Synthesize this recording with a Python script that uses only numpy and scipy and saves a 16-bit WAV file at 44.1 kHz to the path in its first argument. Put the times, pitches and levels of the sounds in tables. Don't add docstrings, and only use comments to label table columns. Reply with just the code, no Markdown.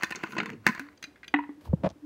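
import sys
import numpy as np
from scipy import signal
from scipy.fft import rfft, irfft, next_fast_len
from scipy.io import wavfile
from scipy.ndimage import uniform_filter1d

SR = 44100
rng = np.random.default_rng(int(sys.argv[2]) if len(sys.argv) > 2 else 0)


def generate_wav(sig):
    pcm = np.round(np.clip(np.atleast_2d(sig).T, -1, 1) * 32767).astype(np.int16)
    wavfile.write(sys.argv[1], SR, pcm)


def attenuation_scalar(level_db):
    decades = np.asarray(level_db, float) / 20
    return 10 ** decades


N = 90449

# (frequency [Hz], level [dB])
AIR_COLOUR = [(30, -19), (70, 10.5), (110, 4.5), (300, 6.5), (700, -2), (2000, -10.5), (6000, -20),
              (16000, -28)]
# (time [s], level [dB])
SCRAPE = [(0, -44.5), (.1, -55.5), (.2, -48), (.27, -45), (.31, -55), (.35, -51), (.41, -50.5), (.45, -59),
          (.5, -47), (.55, -61), (.6, -83.5), (.655, -54), (.665, -39), (.72, -56.5), (.775, -49),
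          (.79, -49.5), (.81, -51), (.86, -61.5), (.95, -69)]
# (frequency [Hz], level [dB])
SCRAPE_COLOUR = [(300, -26), (600, -4), (1500, -1.5), (2800, -1), (4000, -25), (6500, -15.5), (10000, -38),
                 (16000, -27.5)]
# (time [s], peak level [dB], struck region [Hz], crack over peak [dB], bottle boom over peak [dB])
TWIST = [(0.023, -23, 2050, -17, -17.5), (0.0312, -35, 2500, -7, -27), (0.0335, -12.5, 1700, -7, -9.5),
         (0.043, -27.5, 4400, -23.5, -51), (0.106, -30.5, 1700, -2, -11), (0.11, -25, 2500, -7, -3),
         (0.122, -24.5, 2300, -21, -40), (0.149, -28.5, 2050, -14, -8), (0.157, -27.5, 6760, -11, -10),
         (0.161, -33.5, 1510, -23, -2), (0.232, -30, 1830, -15.5, -46), (0.236, -20, 1610, -18, -2),
         (0.307, -38.5, 2080, -12.5, -18), (0.321, -34.5, 2800, -8.5, -15), (0.331, -33.5, 1400, -22, -2),
         (0.352, -35, 1420, -12, -22), (0.366, -25, 1470, -34, 2), (0.381, -21.5, 2800, -45.5, -10),
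         (0.384, -15.5, 1900, -48, -6), (0.391, -37, 2500, -35, -10.5), (0.401, -16, 1690, -37.5, -9),
         (0.407, -48, 900, -42, -17.5), (0.413, -29, 1375, -49, -10), (0.431, -29.5, 1400, -14.5, -1.5),
         (0.458, -25, 1970, -12, -11), (0.4925, -28.5, 1900, -34, -17), (0.531, -42, 2500, -23.5, -25.5)]
# (frequency [Hz], level [dB], t60 [s])
CAP = [(1035, 3.5, 0.15), (1499, 8, 0.072), (1821, 6.5, 0.04), (2090, 9, 0.026), (2511, 1, 0.081),
       (2636, -14, 0.2), (3613, -9, 0.11), (4220, -1.5, 0.053), (4580, -1, 0.038), (5710, 1, 0.017),
       (6270, -10.5, 0.066), (6290, 4, 0.012)]
# (frequency [Hz], level [dB], t60 [s])
SHUT = [(136, -0.5, 0.084), (200, 11, 0.049), (265, 8.5, 0.021), (317, 2.5, 0.062), (460, -5, 0.026)]
# (frequency [Hz], level [dB])
CRACK = [(1500, -36), (4000, 6.5), (7000, 1.5), (11000, -4.5), (16000, -8.5)]
# (time [s], level [dB])
GRIP = [(.1, -51), (.16, -84), (.172, -32.5), (.19, -58), (.3, -47), (.36, -43), (.42, -30.5), (.46, -44.5),
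        (.5, -37.5), (.54, -37), (.58, -53.5), (.65, -61), (.695, -26.5), (.72, -59)]
# (time [s], level [dB])
PALM = [(.29, -66), (.305, -59), (.35, -63.5), (.37, -88)]
# (frequency [Hz], level [dB])
PALM_COLOUR = [(4000, -22), (6500, 5.5), (9000, -12.5), (11200, 1), (13000, -10), (16000, -1)]
# (time [s], level [dB])
SLACK = [(.5, -51), (.58, -46), (.63, -47.5), (.665, -40.5)]
# (time [s], peak level [dB], struck region [Hz], crack over peak [dB], bottle boom over peak [dB])
LOOSE = [
    (.666, -5, 1740, -8, -9),
    (.675, -12.5, 2100, -27.5, -42),
    (.687, -16, 1920, -25, -16.5),
    (.749, -30, 1590, -9.5, -9),
    (.777, -32.5, 2090, -39, -4),
    (.795, -23.5, 1590, -6.5, -9.5),
]
# (time [s], level [dB], rise [s], t60 [s], share by which the note starts flat [ratio])
HUM = [
    (.795, -28, 0.029, 0.25, 0.16),
    (1.073, -39, 0.012, 0.13, 0.03),
    (1.49, -33.5, 0.0029, 0.14, 0),
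    (1.576, -41, 0.002, 0.17, 0),
    (1.957, -47.5, 0.0021, 0.17, 0),
    (2.021, -30, 0.031, 0.49, 0.00079),
]
# (time [s], peak level [dB], struck region [Hz], crack over peak [dB], bottle boom over peak [dB])
STRAP = [(.975, -49.5, 6360, -60, -42), (1.026, -34, 2350, -2, -14), (1.0265, -32, 6400, -20, -33),
         (1.039, -31, 1800, -8.5, -9), (1.0395, -28, 4000, -32, -50), (1.158, -46.5, 1810, -39, -24),
         (1.175, -53.5, 1900, -44, -20), (1.231, -35, 1880, -42, -45), (1.243, -40, 2450, -15, -40),
         (1.279, -39, 1590, -5, -4), (1.2795, -32.5, 4100, -17.5, -40), (1.609, -58.5, 2500, -6, -6)]
# (frequency [Hz], level [dB], t60 [s])
LID = [(1634, 9, 0.038), (1960, -0.5, 0.069), (2100, 5.5, 0.042), (2464, -0.5, 0.15), (2770, 2, 0.07),
       (3300, 13, 0.013), (3994, 4.5, 0.025), (4680, 1, 0.042), (6170, -1, .04), (7400, -39, 0.02)]
# (time [s], peak level [dB], struck region [Hz], crack over peak [dB], cavity boom over peak [dB])
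BOUNCES = [
    (1.3395, -8, 1500, -32.5, -9),
    (1.3585, -27.5, 1840, -44.5, -29.5),
    (1.387, -22.5, 1380, -34, -25),
    (1.436, -37, 1500, -50, -40),
    (1.491, -40, 1050, -53.5, 6),
    (1.51, -62, 1500, -47, 5),
]
# (frequency [Hz], level [dB], t60 [s])
WALL = [(955.7, 9.5, 0.066), (1500, -10.5, 0.06), (1777, -1.5, 0.065), (1950, 2.5, 0.026),
        (1965, -3.5, 0.05), (2500, 0, 0.029), (2600, -3.5, .05), (2890, -23, 0.011), (2850, -8.5, 0.07),
        (3070, -15, 0.032), (3320, -6.5, 0.039), (3680, -7, 0.028)]
# (frequency [Hz], level [dB], t60 [s])
OPEN = [(289.3, 26, 0.43), (364, 15, 0.06)]
# (time [s], level [dB])
BRUSH = [(1.61, -58), (1.635, -65.5), (1.655, -53), (1.685, -62)]
# (frequency [Hz], level [dB])
BRUSH_COLOUR = [(600, 13), (2000, -0.5), (4300, 0.5), (7000, -9.5), (13000, -9), (16000, -11)]
# (time [s], level [dB])
RUMBLE = [(1.63, -62), (1.66, -46), (1.7, -44), (1.78, -47), (1.85, -45), (1.91, -54), (1.96, -63)]
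# (frequency [Hz], level [dB])
RUMBLE_COLOUR = [(25, -18), (50, -11), (82, 1.5), (140, -10), (400, -17), (1500, -43), (3000, -72)]
# (time [s], peak level [dB], frequency [Hz], t60 [s])
THUMPS = [
    (1.657, -45, 980, 0.019),
    (1.676, -44.5, 900, 0.021),
    (1.69, -23, 79.6, 0.15),
    (1.696, -51, 690, 0.0089),
    (1.7312, -23.5, 524, 0.035),
    (1.734, -34.5, 926, 0.017),
    (1.735, -6, 161.8, 0.029),
    (1.795, -38, 94, 0.13),
    (1.839, -20.5, 181.5, 0.088),
    (1.866, -21, 183, 0.021),
]
# (time [s], level [dB])
DRAG = [(1.836, -32.5), (1.845, -39), (1.856, -29.5), (1.868, -27.5), (1.875, -33.5), (1.879, -43),
        (1.912, -49.5), (1.93, -69)]
# (time [s], peak level [dB])
CATCHES = [(1.8365, -16), (1.8405, -35), (1.8438, -13.5), (1.8471, -12), (1.85, -15.5), (1.858, -31),
           (1.862, -18.5), (1.8655, -13.5), (1.8725, -15.5)]
# (frequency [Hz], width [Hz], level [dB])
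CASE = [(183, 98, 13.5), (605, 107, 17), (912, 115, 8.5), (1110, 154, 4), (2300, 1600, -11)]
# (time [s], peak level [dB])
TICKS = [(1.891, -44.5), (1.901, -44), (1.905, -46.5), (1.914, -55.5)]
# (frequency [Hz], t60 [s])
KITCHEN = [(200, 0.2), (2000, 0.35), (8000, 0.23), (15000, 0.36)]

AIR_DB, ROOM_DB = -62, -14.5
GRAINS_PER_S, GRAIN_DB, HISS_SHARE = 600, 3.5, 0.7
CONTACT_S, ROUGH_DB = 0.00202, -14.5
SNAP_CYCLES = 9.04
SPREAD_DB = 2
BODY_RISE_S, CRACK_T60 = 0.00026, 0.0058
SLACK_HZ = 118
CAVITY_HZ, SETTLE_S = 296, 0.03
SLIPS_PER_S, SLIP_DB = 1500, 2
WALL_TOP_HZ, CASE_TOP_HZ = 3950, 4770
MIC_LOW_HZ, MIC_TOP_HZ = 94, 15750


def unit(x):
    return x / np.sqrt(np.mean(x ** 2) + 1e-20)


def along(points, hz):
    f, v = np.transpose(points)
    return np.interp(np.log(hz + 1), np.log(f + 1), v)


def level(rows):
    (s, db), t = np.transpose(rows), np.arange(N) / SR
    gate = np.clip(1 + np.minimum(t - s[0], s[-1] - t) / 0.003, 0, 1)
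    return attenuation_scalar(np.interp(t, s, db)) * gate


def filtered(x, response):
    m = next_fast_len(N + SR // 2)
    return irfft(rfft(x, m) * response(np.fft.rfftfreq(m, 1 / SR)), m)[:N]


def below(hz, order):
    return lambda f: signal.freqs(*signal.butter(order, hz, analog=True), f)[1]


def above(hz, order):
    return lambda f: (1j * f / (hz + 1j * f)) ** order


def resonant(peaks):
    def response(f):
        total = 0
        for k, (c, w, db) in enumerate(peaks):
            total = total + (-1) ** k * attenuation_scalar(db) * 1j * f * w / (c * c - f * f + 1j * f * w)
        return total
    return response


def noise():
    return rng.standard_normal(N)


def coloured(x, spectrum):
    return unit(filtered(x, lambda hz: attenuation_scalar(along(spectrum, hz))))


def twice(x, response):
    return unit(filtered(filtered(x, response), response))


def grains(per_s, spread_db):
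    size = attenuation_scalar(spread_db * rng.exponential(size=N)) * noise()
    return unit(size * (rng.random(N) < per_s / SR))


def smooth_wander(x, width):
    once = uniform_filter1d(x, size=width, axis=-1)
    return unit(uniform_filter1d(once, size=width, axis=-1))


def ring(modes, damp, focus_hz, rough, fall_db_per_oct):
    hz, db, t60 = np.transpose(modes)[:, :, None]
    luck, t = rng.standard_normal((2, len(modes), 1)), np.arange(SR // 4) / SR
    waver = rough * smooth_wander(rng.standard_normal((len(modes), len(t))), 150)
    waver = waver * np.minimum(t / 0.0025, 1)
    distance_oct = np.abs(np.log2(hz / focus_hz))
    gain = attenuation_scalar(db + SPREAD_DB * luck[0] - fall_db_per_oct * distance_oct - 60 * t / (damp * t60))
    tone = np.sin(2 * np.pi * hz * (1 + 0.008 * luck[1]) * t + waver)
    onset = 1 - np.exp(-2 * t * hz)
    x = (gain * tone * (1 + waver) * onset).sum(0)
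    return x / np.abs(x).max()


def strikes(events, shell, body, damp, fall_db_per_oct, top_hz, rough, snap):
    out, crack, t = np.zeros(N + SR), np.zeros(N + SR), np.arange(SR // 4) / SR
    u = t[:SR // 50] / CONTACT_S
    crack_shape = attenuation_scalar(-60 * t / CRACK_T60) + 0.068 * attenuation_scalar(-60 * t / 0.063)
    crack_shape = crack_shape * np.minimum(t * 1000, 1)
    for s, db, hz, crack_db, body_db in events:
        touch = attenuation_scalar(ROUGH_DB) * u * np.exp(-u) * rng.standard_normal(len(u))
        touch[round(CONTACT_S * SR / 2)] = 1
        hit = signal.fftconvolve(ring(shell, damp, hz, rough, fall_db_per_oct), touch)[:len(t)]
        swell = np.e * (t * hz * 7 / SNAP_CYCLES) * attenuation_scalar(-60 * t * hz / SNAP_CYCLES)
        hit = hit / np.abs(hit).max() + snap * swell * np.sin(2 * np.pi * hz * t)
        boom = ring(body, 0.59, 400, rough / 5, fall_db_per_oct=5.5) * (1 - np.exp(-t / BODY_RISE_S))
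        at = slice(round(s * SR), round(s * SR) + len(t))
        out[at] += attenuation_scalar(db) * (hit / np.abs(hit).max() + attenuation_scalar(body_db) * boom)
        crack[at] += attenuation_scalar(db + crack_db) * crack_shape
    return filtered(out[:N], below(top_hz, order=8)) + crack[:N] * coloured(noise(), CRACK)


def still_air():
    return attenuation_scalar(AIR_DB) * coloured(noise(), AIR_COLOUR)


def thread_scrape():
    cap = resonant([(hz, 260, db / 2 - 1.8 * np.log2(hz / 1000)) for hz, db, _ in CAP[:9]])
    rub = twice(grains(GRAINS_PER_S, GRAIN_DB), cap)
    hiss = coloured(noise() + HISS_SHARE * grains(GRAINS_PER_S, GRAIN_DB), SCRAPE_COLOUR)
    return level(SCRAPE) * unit(rub + 0.74 * hiss)


def thread_clicks():
    return strikes(TWIST, CAP, SHUT, damp=0.29, fall_db_per_oct=8.5, top_hz=8485, rough=0.43, snap=0.53)


def grip_shake():
    return level(GRIP) * twice(noise(), resonant([(hz, 75, db / 2) for hz, db, _ in SHUT]))


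def palm_slide():
    return level(PALM) * coloured(noise(), PALM_COLOUR)


def slack_bottle():
    return level(SLACK) * twice(noise(), resonant([(SLACK_HZ, 45, 0)]))


def cap_snaps_free():
    return strikes(LOOSE, CAP, SHUT, damp=0.42, fall_db_per_oct=4.5, top_hz=9000, rough=0.18, snap=1.65)


def cavity_hum():
    out, t = np.zeros(N + SR), np.arange(SR // 2) / SR
    drift = 1 + 0.17 * smooth_wander(noise(), 600)
    for s, db, rise, t60, flat in HUM:
        phase = 2 * np.pi * CAVITY_HZ * np.cumsum(1 - flat * np.exp(-t / SETTLE_S)) / SR
        envelope = attenuation_scalar(db - 60 * t / t60) * (1 - np.exp(-t / rise))
        out[round(s * SR):][:len(t)] += envelope * np.sin(phase)
    return out[:N] * drift


def strap_ticks():
    return strikes(STRAP, LID, SHUT, damp=0.45, fall_db_per_oct=11, top_hz=9000, rough=0.35, snap=0.35)


def cap_bounces():
    return strikes(BOUNCES, WALL, OPEN, damp=0.68, fall_db_per_oct=10.5, top_hz=WALL_TOP_HZ,
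                   rough=0.49, snap=0.24)


def finger_brush():
    return level(BRUSH) * coloured(noise(), BRUSH_COLOUR)


def handling_rumble():
    return level(RUMBLE) * coloured(noise(), RUMBLE_COLOUR)


def case_thumps():
    out, t = np.zeros(N + SR), np.arange(SR // 8) / SR
    for s, db, hz, t60 in THUMPS:
        envelope = attenuation_scalar(db - 60 * t / t60) * (1 - np.exp(-2 * t * hz))
        out[round(s * SR):][:len(t)] += envelope * 2 * np.sin(2 * np.pi * hz * t)
    return out[:N]


def impulses(events, boost_db):
    out = np.zeros(N)
    for s, db in events:
        out[round(s * SR)] = attenuation_scalar(db + boost_db)
    return out


def case_drag():
    body, dull = resonant(CASE), below(CASE_TOP_HZ, order=2)
    case = lambda f: body(f) * dull(f)
    drag = unit(filtered(grains(SLIPS_PER_S, SLIP_DB) + 0.5 * noise(), case))
    return level(DRAG) * drag + filtered(impulses(CATCHES, 13), case)


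def last_slips():
    return filtered(impulses(TICKS, 21.5), resonant([(3350, 1000, 0.02), (6000, 1100, 0.0048)]))


def kitchen(x):
    hz, t, z = signal.stft(rng.standard_normal(SR // 2), SR, nperseg=256)
    tail = signal.istft(z * attenuation_scalar(-60 * t / along(KITCHEN, hz)[:, None]), SR, nperseg=256)[1]
    return signal.fftconvolve(np.pad(x, (200, 0)), tail / np.linalg.norm(tail))[:N]


def scene():
    friction = thread_scrape() + grip_shake() + palm_slide() + slack_bottle()
    hits = thread_clicks() + cap_snaps_free() + strap_ticks() + cap_bounces()
    bottle = filtered(friction + hits, above(MIC_LOW_HZ, order=4))
    phone = finger_brush() + handling_rumble() + case_thumps() + case_drag() + last_slips()
    handled = filtered(phone, above(40, order=2))
    return (still_air() + bottle + attenuation_scalar(ROOM_DB) * kitchen(bottle) + cavity_hum() + handled)[None]


def roll_off(x):
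    return signal.sosfilt(signal.butter(12, 16490, fs=SR, output="sos"), x)


def record(dry):
    mix = filtered(dry[0], lambda f: f < MIC_TOP_HZ)[None]
    return roll_off(mix)


dry = scene()
out = record(dry)
generate_wav(out)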